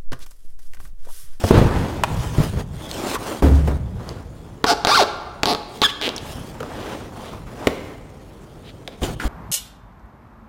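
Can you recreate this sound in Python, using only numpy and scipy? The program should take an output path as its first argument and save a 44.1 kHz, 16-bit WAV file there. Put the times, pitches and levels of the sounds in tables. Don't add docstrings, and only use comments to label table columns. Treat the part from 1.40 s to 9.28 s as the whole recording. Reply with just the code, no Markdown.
import sys
import numpy as np
from scipy import signal
from scipy.io import wavfile
from scipy.ndimage import uniform_filter1d

SR = 44100
rng = np.random.default_rng(int(sys.argv[2]) if len(sys.argv) > 2 else 0)


def unload_wav(signal):
    wavfile.write(
        sys.argv[1],
        SR,
        np.round(np.clip(np.atleast_2d(signal).T, -1, 1) * 32767).astype(np.int16),
    )


N = 347488
TIME = np.arange(N) / SR

# f/Hz, relative level/dB
AIR_SPECTRUM = [(15, -27), (28, 15), (123, 12), (430, 7), (2050, -20), (16000, -54)]
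RUMBLE_SPECTRUM = [(15, -16), (30, -1), (100, 3), (150, 0.5), (230, -12), (1000, -61)]
SCRAPE_SPECTRUM = [(80, -26.5), (220, 4.5), (500, 0), (950, -3.5), (2200, -16), (4000, -23), (16000, -41)]
HISS_SPECTRUM = [(400, -13), (1500, 1.5), (3600, 2.5), (7000, 1.5), (9500, -7), (16000, -6)]
SLAP_SPECTRUM = [(40, -12.5), (150, 8), (450, 7.5), (1100, -9), (4000, -27), (16000, -35)]
SNAP_SPECTRUM = [(600, -25), (1900, -4.5), (3300, 0), (4000, 3), (4900, 0), (6800, -13), (8500, -18),
                 (16000, -26)]
# f/Hz, T60/s
ROOM_DECAY = [(100, 1.2), (1200, 1.5), (15000, 0.4)]
# f/Hz, relative level/dB
ROOM_SPECTRUM = [(60, -16.5), (1000, -10.5), (3500, -14.5), (16000, -16)]

# rumble/dB, scrape/dB, hiss/dB
HOLDING_LEVELS = (-48.5, -48.5, -59)
# t/s, rise/s, rumble/dB, settling/(dB/s)
PANEL_LOADS = [(0.095, 0.04, -17, 23), (.68, 0.066, -24, 14.5), (1.129, 0.025, -23.5, 92),
               (2.03, 0.05, -18.5, 26), (4.72, 0.1, -35.5, 6), (5.98, 0.16, -36, 60),
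               (7.62, 0.014, -25, 67)]
# t/s, rise/s, fall/s, scrape/dB, hiss/dB
SLIDING_STROKES = [(0, 0.092, 0.017, -29, -28.5), (0.103, 0.048, 0.22, -16, -64),
                   (.26, 0.13, 0.51, -28, -45), (.67, 0.13, 0.37, -35, -39), (.93, 0.11, 0.054, -26, -35.5),
                   (1.126, 0.085, 0.019, -29.5, -42.5), (1.336, 0.13, 0.041, -34.5, -42),
                   (1.496, 0.252, 0.014, -23, -30.5), (1.789, 0.092, 0.12, -25.5, -33.5),
                   (2.02, 0.016, 0.34, -28, -43), (2.56, 0.13, 0.14, -35, -54.5),
                   (4.29, 0.082, 0.079, -44, -44.5), (4.619, 0.04, 0.18, -29, -62),
                   (4.81, 0.072, 0.27, -34.5, -41), (5.151, 0.37, 0.17, -29, -47),
                   (5.7, 0.16, 0.18, -34, -47.5), (6.07, 0.21, 0.27, -31, -47),
                   (7.619, 0.012, 0.11, -26.5, -32.5), (7.801, 0.054, 0.068, -27, -36.5)]
# f/Hz, bandwidth/Hz, relative level/dB
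HISS_RESONANCES = [(3260, 250, -10), (9400, 900, -9)]
# t/s, rise/s, fall/s, level/dB
FOAM_SKIDS = [(.11, 0.047, 0.071, -31), (4.47, 0.031, 0.012, -26), (5.28, 0.14, 0.23, -44),
              (5.76, 0.11, 0.092, -46.5), (7.24, 0.057, 0.016, -43), (7.515, .01, .03, -49)]

# t/s, energy/dB, f/Hz, T60/s
LIGHT_TAPS = [(.636, 13.5, 924, 0.03), (.636, 1, 2420, 0.029), (1.5137, -4, 4430, 0.0063),
              (1.753, 5, 1030, 0.09), (2.691, -9.5, 4340, 0.006), (4.677, 3, 478, 0.06),
              (4.763, -4.5, 5500, 0.025), (4.78, -5, 3670, 0.016), (5.203, 1.5, 446, 0.05),
              (5.204, -7, 1320, 0.02), (5.2299, -6, 1290, 0.0066), (6.2714, 6.5, 2180, 0.015),
              (7.477, -6.5, 530, 0.052), (7.632, -0.5, 3100, 0.12), (7.7986, 3, 1510, 0.25)]
# t/s, flex energy/dB, flex f/Hz, slap energy/dB, slap T60/s
PANEL_BLOWS = [(0.039, 16, 96, 11.5, 0.052), (0.108, 18, 242, 20, 0.04), (.178, 19, 129, 11.5, 0.22),
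               (0.214, 17.5, 123, 12.5, 0.22), (0.253, 17, 110, -12, 0.089), (0.983, 18.5, 138, 7.5, 0.068),
               (1.003, 18.5, 142, 0, 0.2), (1.135, 4, 155, -4, 0.033), (2.023, 9, 285, 17.5, 0.36),
               (2.275, 10.5, 139, 9, 0.14), (6.271, 7.5, 300, 15.5, 0.033), (7.617, 6, 68, 5, 0.16),
               (7.851, 14, 48, -18, 0.063)]
# t/s, energy/dB
BOX_LANDINGS = [(2.033, 25), (2.119, 21)]
# f/Hz, relative level/dB, T60/s
BOX_MODES = [(70.43, -3.5, 1.0), (154.5, -9.5, 0.78), (273, -8.5, 0.39)]
FOAM_MODES = [(122, -11, 0.077), (305, 1.5, 0.051), (428, 4, 0.05), (756, 2.5, 0.022), (846, 6.5, 0.054),
              (1170, 8.5, 0.017), (1392, 6.5, 0.017)]

# t/s, body energy/dB,
# snap energy/dB
SINGLE_SLIPS = [(3.242, 15, 6), (3.449, 13.5, 10), (3.4713, 12, 7.5), (4.033, 10.5, 10.5), (4.057, 7, 7.5),
                (4.101, -20, -12), (4.1488, 3.5, 0), (4.4176, 11, 9.5), (4.6142, -2, -1.5),
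                (4.691, -8, 1.5), (6.2715, -16, 2), (7.4769, -24, -5)]
# t/s, f/Hz
GROAN = [(3.264, 750), (3.284, 715), (3.309, 680), (3.317, 340), (3.338, 184)]
SQUEAL = [(3.476, 524), (3.502, 842), (3.517, 1176), (3.54, 1204), (3.553, 1567), (3.57, 1149), (3.59, 900),
          (3.61, 585), (3.636, 223)]
RATCHET = [(4.0668, 111.2), (4.083, 361.6), (4.108, 264.3), (4.137, 128)]
SQUEAK = [(4.423, 610), (4.436, 1197), (4.44, 1746), (4.45, 1760), (4.467, 1610)]
CREAK = [(4.622, 186.7), (4.657, 281), (4.67, 205.2), (4.681, 145)]
# rate curve, body/dB, snap/dB, pressure arch/dB, top of the arch/duration, snap f/Hz,
# upper resonance f/Hz, jitter/period, unevenness/dB.
# Body and snap are the energy of one slip at USUAL_SLIP_HZ and full pressure.
SLIP_TRAINS = [(GROAN, 4.5, 0, 9, 0.62, 4600, 6600, 0.07, 1.8),
               (SQUEAL, 4.2, -0.3, 3.1, 0.8, 4200, 7000, 0.028, 2.4),
               (RATCHET, 1.5, -2.5, 3.5, 0.3, 4100, 8500, 0.08, 2),
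               (SQUEAK, -1, 4.4, 6.2, 0.65, 3330, 5200, 0.0075, 1),
               (CREAK, -10, -2.5, 1.8, 0.87, 3150, 4100, 0.012, 1.2)]

SWELL_DB, GRIP_S = 11, 0.015
USUAL_SLIP_HZ, STICK_DB = 500, 1.5
PATCH_HZ, PATCH_WIDTH_HZ, PATCH_DRIFT = 817, 1120, 0.15


def amp(db):
    return 10 ** (np.asarray(db) / 20)


def unit(x):
    return x / np.sqrt(np.sum(x ** 2) + 1e-20)


def read(points, hz):
    f, value = np.transpose(points)
    return np.interp(np.log(hz + 1), np.log(f + 1), value)


def add(mix, start, sound):
    part = mix[max(round(start * SR), 0):][:len(sound)]
    part += sound[:len(part)]


def through(x, response):
    return signal.oaconvolve(x, response)[:len(x)]


def colour(spectrum, shift=1, size=4096):
    hz = abs(np.fft.fftfreq(size, 1 / SR))
    log_gain = np.log(amp(read(spectrum, hz / shift)))
    transfer = np.exp(np.conj(signal.hilbert(log_gain)))
    return unit(np.fft.ifft(transfer).real[:size // 2])


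def ring(modes, size=SR):
    t = np.arange(size) / SR
    return unit(sum(amp(db - 60 * t / t60) * np.sin(2 * np.pi * hz * t) for hz, db, t60 in modes))


def resonate(x, hz, width_hz):
    carrier = np.exp(2j * np.pi * np.cumsum(hz) / SR)
    pole = np.exp(-np.pi * width_hz / SR)
    return unit((carrier * signal.lfilter([1], [1, -pole], x / carrier)).real)


def burst(t60, size=12000):
    return rng.standard_normal(size) * amp(-60 * np.arange(size) / SR / t60)


def wander(per_s):
    knots = np.arange(0, N / SR + 1, 1 / per_s)
    return np.interp(TIME, knots, rng.standard_normal(len(knots))) * np.sqrt(3 / 2)


def air_noise():
    return amp(-43) * through(rng.standard_normal(N), colour(AIR_SPECTRUM))


def reverberation(x, build_s=0.0027):
    hz, t, tail = signal.stft(rng.standard_normal(SR), SR, nperseg=256)
    t60 = read(ROOM_DECAY, hz)[:, None]
    tail *= amp(read(ROOM_SPECTRUM, hz)[:, None] - 60 * t / t60)
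    tail *= np.sqrt(2 * np.log(1000) / (t60 * SR))
    early = 1 + 0.52 * np.exp(-t / 0.13)
    onset = np.minimum(t / build_s, 1)
    return through(x, signal.istft(tail * early * onset, SR, nperseg=256)[1])


def friction(spectrum, grains_per_s, grain_share, spread_db, judder_db, judder_per_s, patchy_db=1.4):
    catches = (rng.random(N) < grains_per_s / SR) * rng.choice([-1, 1], N)
    clicks = catches * amp(spread_db * np.minimum(rng.exponential(1, N), 4))
    slide = rng.standard_normal(N)
    drive = np.sqrt(grain_share) * unit(clicks) + np.sqrt(1 - grain_share) * unit(slide)
    bands = signal.stft(drive * amp(judder_db * wander(judder_per_s)), nperseg=512)[2]
    patches = uniform_filter1d(rng.standard_normal(bands.shape), size=4, axis=0)
    patches = uniform_filter1d(patches, size=10, axis=1)
    drive = signal.istft(bands * amp(patchy_db * patches / patches.std()), nperseg=512)[1][:N]
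    return np.sqrt(N) * unit(through(drive, colour(spectrum)))


def stroke_gain(start, rise, fall):
    peak, end = start + rise, start + rise + fall
    contact = np.interp(TIME, [start - GRIP_S, start, end, end + GRIP_S], [0, 1, 1, 0])
    return contact * amp(np.interp(TIME, [start, peak, end], [-SWELL_DB, 0, -SWELL_DB]))


def load_gain(start, rise, settle_db_per_s):
    swell_db = np.interp(TIME, [start, start + rise], [-SWELL_DB, 0])
    settled_db = settle_db_per_s * np.maximum(TIME - start - rise, 0)
    return np.clip((TIME - start) / GRIP_S, 0, 1) * amp(swell_db - settled_db)


def foam_hiss(drift=0.033):
    hiss = unit(friction(HISS_SPECTRUM, grains_per_s=400, grain_share=0.35, spread_db=1.5,
                         judder_db=1.2, judder_per_s=70, patchy_db=3.0))
    peaks = sum(amp(db) * resonate(hiss, hz * (1 + drift * wander(15)), width_hz)
                for hz, width_hz, db in HISS_RESONANCES)
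    return np.sqrt(N) * unit(hiss + peaks)


def rubbing():
    rumble_power, scrape_power, hiss_power = amp(HOLDING_LEVELS) ** 2
    for start, rise, db, settle_db_per_s in PANEL_LOADS:
        rumble_power += (amp(db) * load_gain(start, rise, settle_db_per_s)) ** 2
    for start, rise, fall, scrape_db, hiss_db in SLIDING_STROKES:
        gain = stroke_gain(start, rise, fall)
        scrape_power += (amp(scrape_db) * gain) ** 2
        hiss_power += (amp(hiss_db) * gain) ** 2
    rumble = friction(RUMBLE_SPECTRUM, grains_per_s=56, grain_share=0.073, spread_db=-0.5,
                      judder_db=1.5, judder_per_s=21)
    scrape = friction(SCRAPE_SPECTRUM, grains_per_s=600, grain_share=0.28, spread_db=2.5,
                      judder_db=1.53, judder_per_s=56)
    return (np.sqrt(rumble_power) * rumble + np.sqrt(scrape_power) * scrape
            + np.sqrt(hiss_power) * foam_hiss())


def skids(shift=0.79):
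    power = sum((amp(db) * stroke_gain(start, rise, fall)) ** 2 for start, rise, fall, db in FOAM_SKIDS)
    spectrum = [(shift * hz, db) for hz, db in SNAP_SPECTRUM]
    return np.sqrt(power) * friction(spectrum, grains_per_s=1300, grain_share=0.42, spread_db=2.5,
                                     judder_db=0, judder_per_s=60)


def taps(quality=5.2):
    out = np.zeros(N)
    for start, db, hz, t60 in LIGHT_TAPS:
        resonance = signal.iirpeak(hz, quality, fs=SR)
        add(out, start, amp(db) * unit(signal.lfilter(*resonance, burst(t60))))
    return out


def thumps(flex_cycles=9):
    out = np.zeros(N)
    for start, flex_db, flex_hz, slap_db, slap_t60 in PANEL_BLOWS:
        add(out, start, -amp(flex_db) * ring([(flex_hz, 0, flex_cycles / flex_hz)]))
        add(out, start, amp(slap_db) * unit(through(burst(slap_t60), colour(SLAP_SPECTRUM))))
    for start, db in BOX_LANDINGS:
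        add(out, start, amp(db) * ring(BOX_MODES))
    return out


def foam_body():
    crush = unit(through(burst(t60=0.065), colour(SLAP_SPECTRUM, shift=2.46)))
    return unit(ring(FOAM_MODES, size=12000) + 0.86 * crush)


def foam_snap(drive, peak_hz):
    return unit(through(drive, colour(SNAP_SPECTRUM, shift=peak_hz / 4000)))


def slips(scatter=0.86):
    out = np.zeros(N)
    spots = rng.uniform(-0.33, 1, len(SINGLE_SLIPS))
    for (start, body_db, snap_db), spot in zip(SINGLE_SLIPS, spots):
        body = foam_body()
        release = scatter * unit(burst(t60=0.014))
        release[0] += 1
        snap = foam_snap(release, peak_hz=3800 * (1 + 0.019 * spot))
        add(out, start, amp(body_db) * body + amp(snap_db) * snap)
    return out


def squeak(curve, body_db, snap_db, arch_db, top, snap_hz, upper_hz, jitter, uneven_db):
    knots, rate = np.transpose(curve)
    t = np.arange(knots[0], knots[-1], 1 / SR)
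    slip_hz = np.interp(t, knots, rate) * (1 + 0.025 * wander(260)[:len(t)])
    cycles = np.cumsum(slip_hz) / SR
    slip_times = np.interp(np.arange(cycles[-1]), cycles, t)
    lateness, strength = rng.standard_normal((len(slip_times), 2)).T
    period = 1 / np.interp(slip_times, t, slip_hz)
    progress = (slip_times - knots[0]) / (knots[-1] - knots[0])
    pressure_db = -arch_db * np.interp(progress, [0, top, 1], [-1, 0, 1]) ** 2
    force = amp(pressure_db + STICK_DB * np.log2(period * USUAL_SLIP_HZ) + uneven_db * strength)
    span = knots[0] + np.arange(-64, len(t) + SR // 8) / SR
    onsets = slip_times + jitter * period * lateness
    pulses = unit(force @ np.sinc((span - onsets[:, None]) * SR))
    drag = through(pulses, np.exp(-np.arange(200) / 35)) * rng.standard_normal(len(span))
    drive = pulses + 0.2 * unit(drag)
    drift = 1 + PATCH_DRIFT * wander(50)[:len(span)]
    patch_hz = PATCH_HZ * drift * np.sqrt(np.interp(span, knots, rate) / USUAL_SLIP_HZ)
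    body = unit(through(drive, foam_body()))
    body = body + resonate(body, patch_hz, PATCH_WIDTH_HZ / 2)
    radiation = signal.butter(2, 80, "high", fs=SR)
    body = unit(signal.lfilter(*radiation, body))
    snap = foam_snap(drive, snap_hz)
    upper = resonate(np.gradient(snap), upper_hz * drift, PATCH_WIDTH_HZ)
    snap = unit(snap + 0.5 * resonate(snap, snap_hz * drift, PATCH_WIDTH_HZ) + 0.23 * upper)
    return span[0], np.linalg.norm(force) * (amp(body_db) * body + amp(snap_db) * snap)


def scene():
    events = slips() + thumps() + taps()
    for train in SLIP_TRAINS:
        add(events, *squeak(*train))
    sliding = rubbing() + skids()
    air = air_noise()
    direct = events + amp(0.08) * sliding
    return (direct + reverberation(events + amp(-50) * sliding) + air)[None]


def record(dry):
    lowpass = signal.firwin(511, cutoff=16050, window=("kaiser", 9), fs=SR)
    return signal.oaconvolve(np.clip(dry, -1, 1), lowpass[None], "same")


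dry = scene()
out = record(dry)
unload_wav(out)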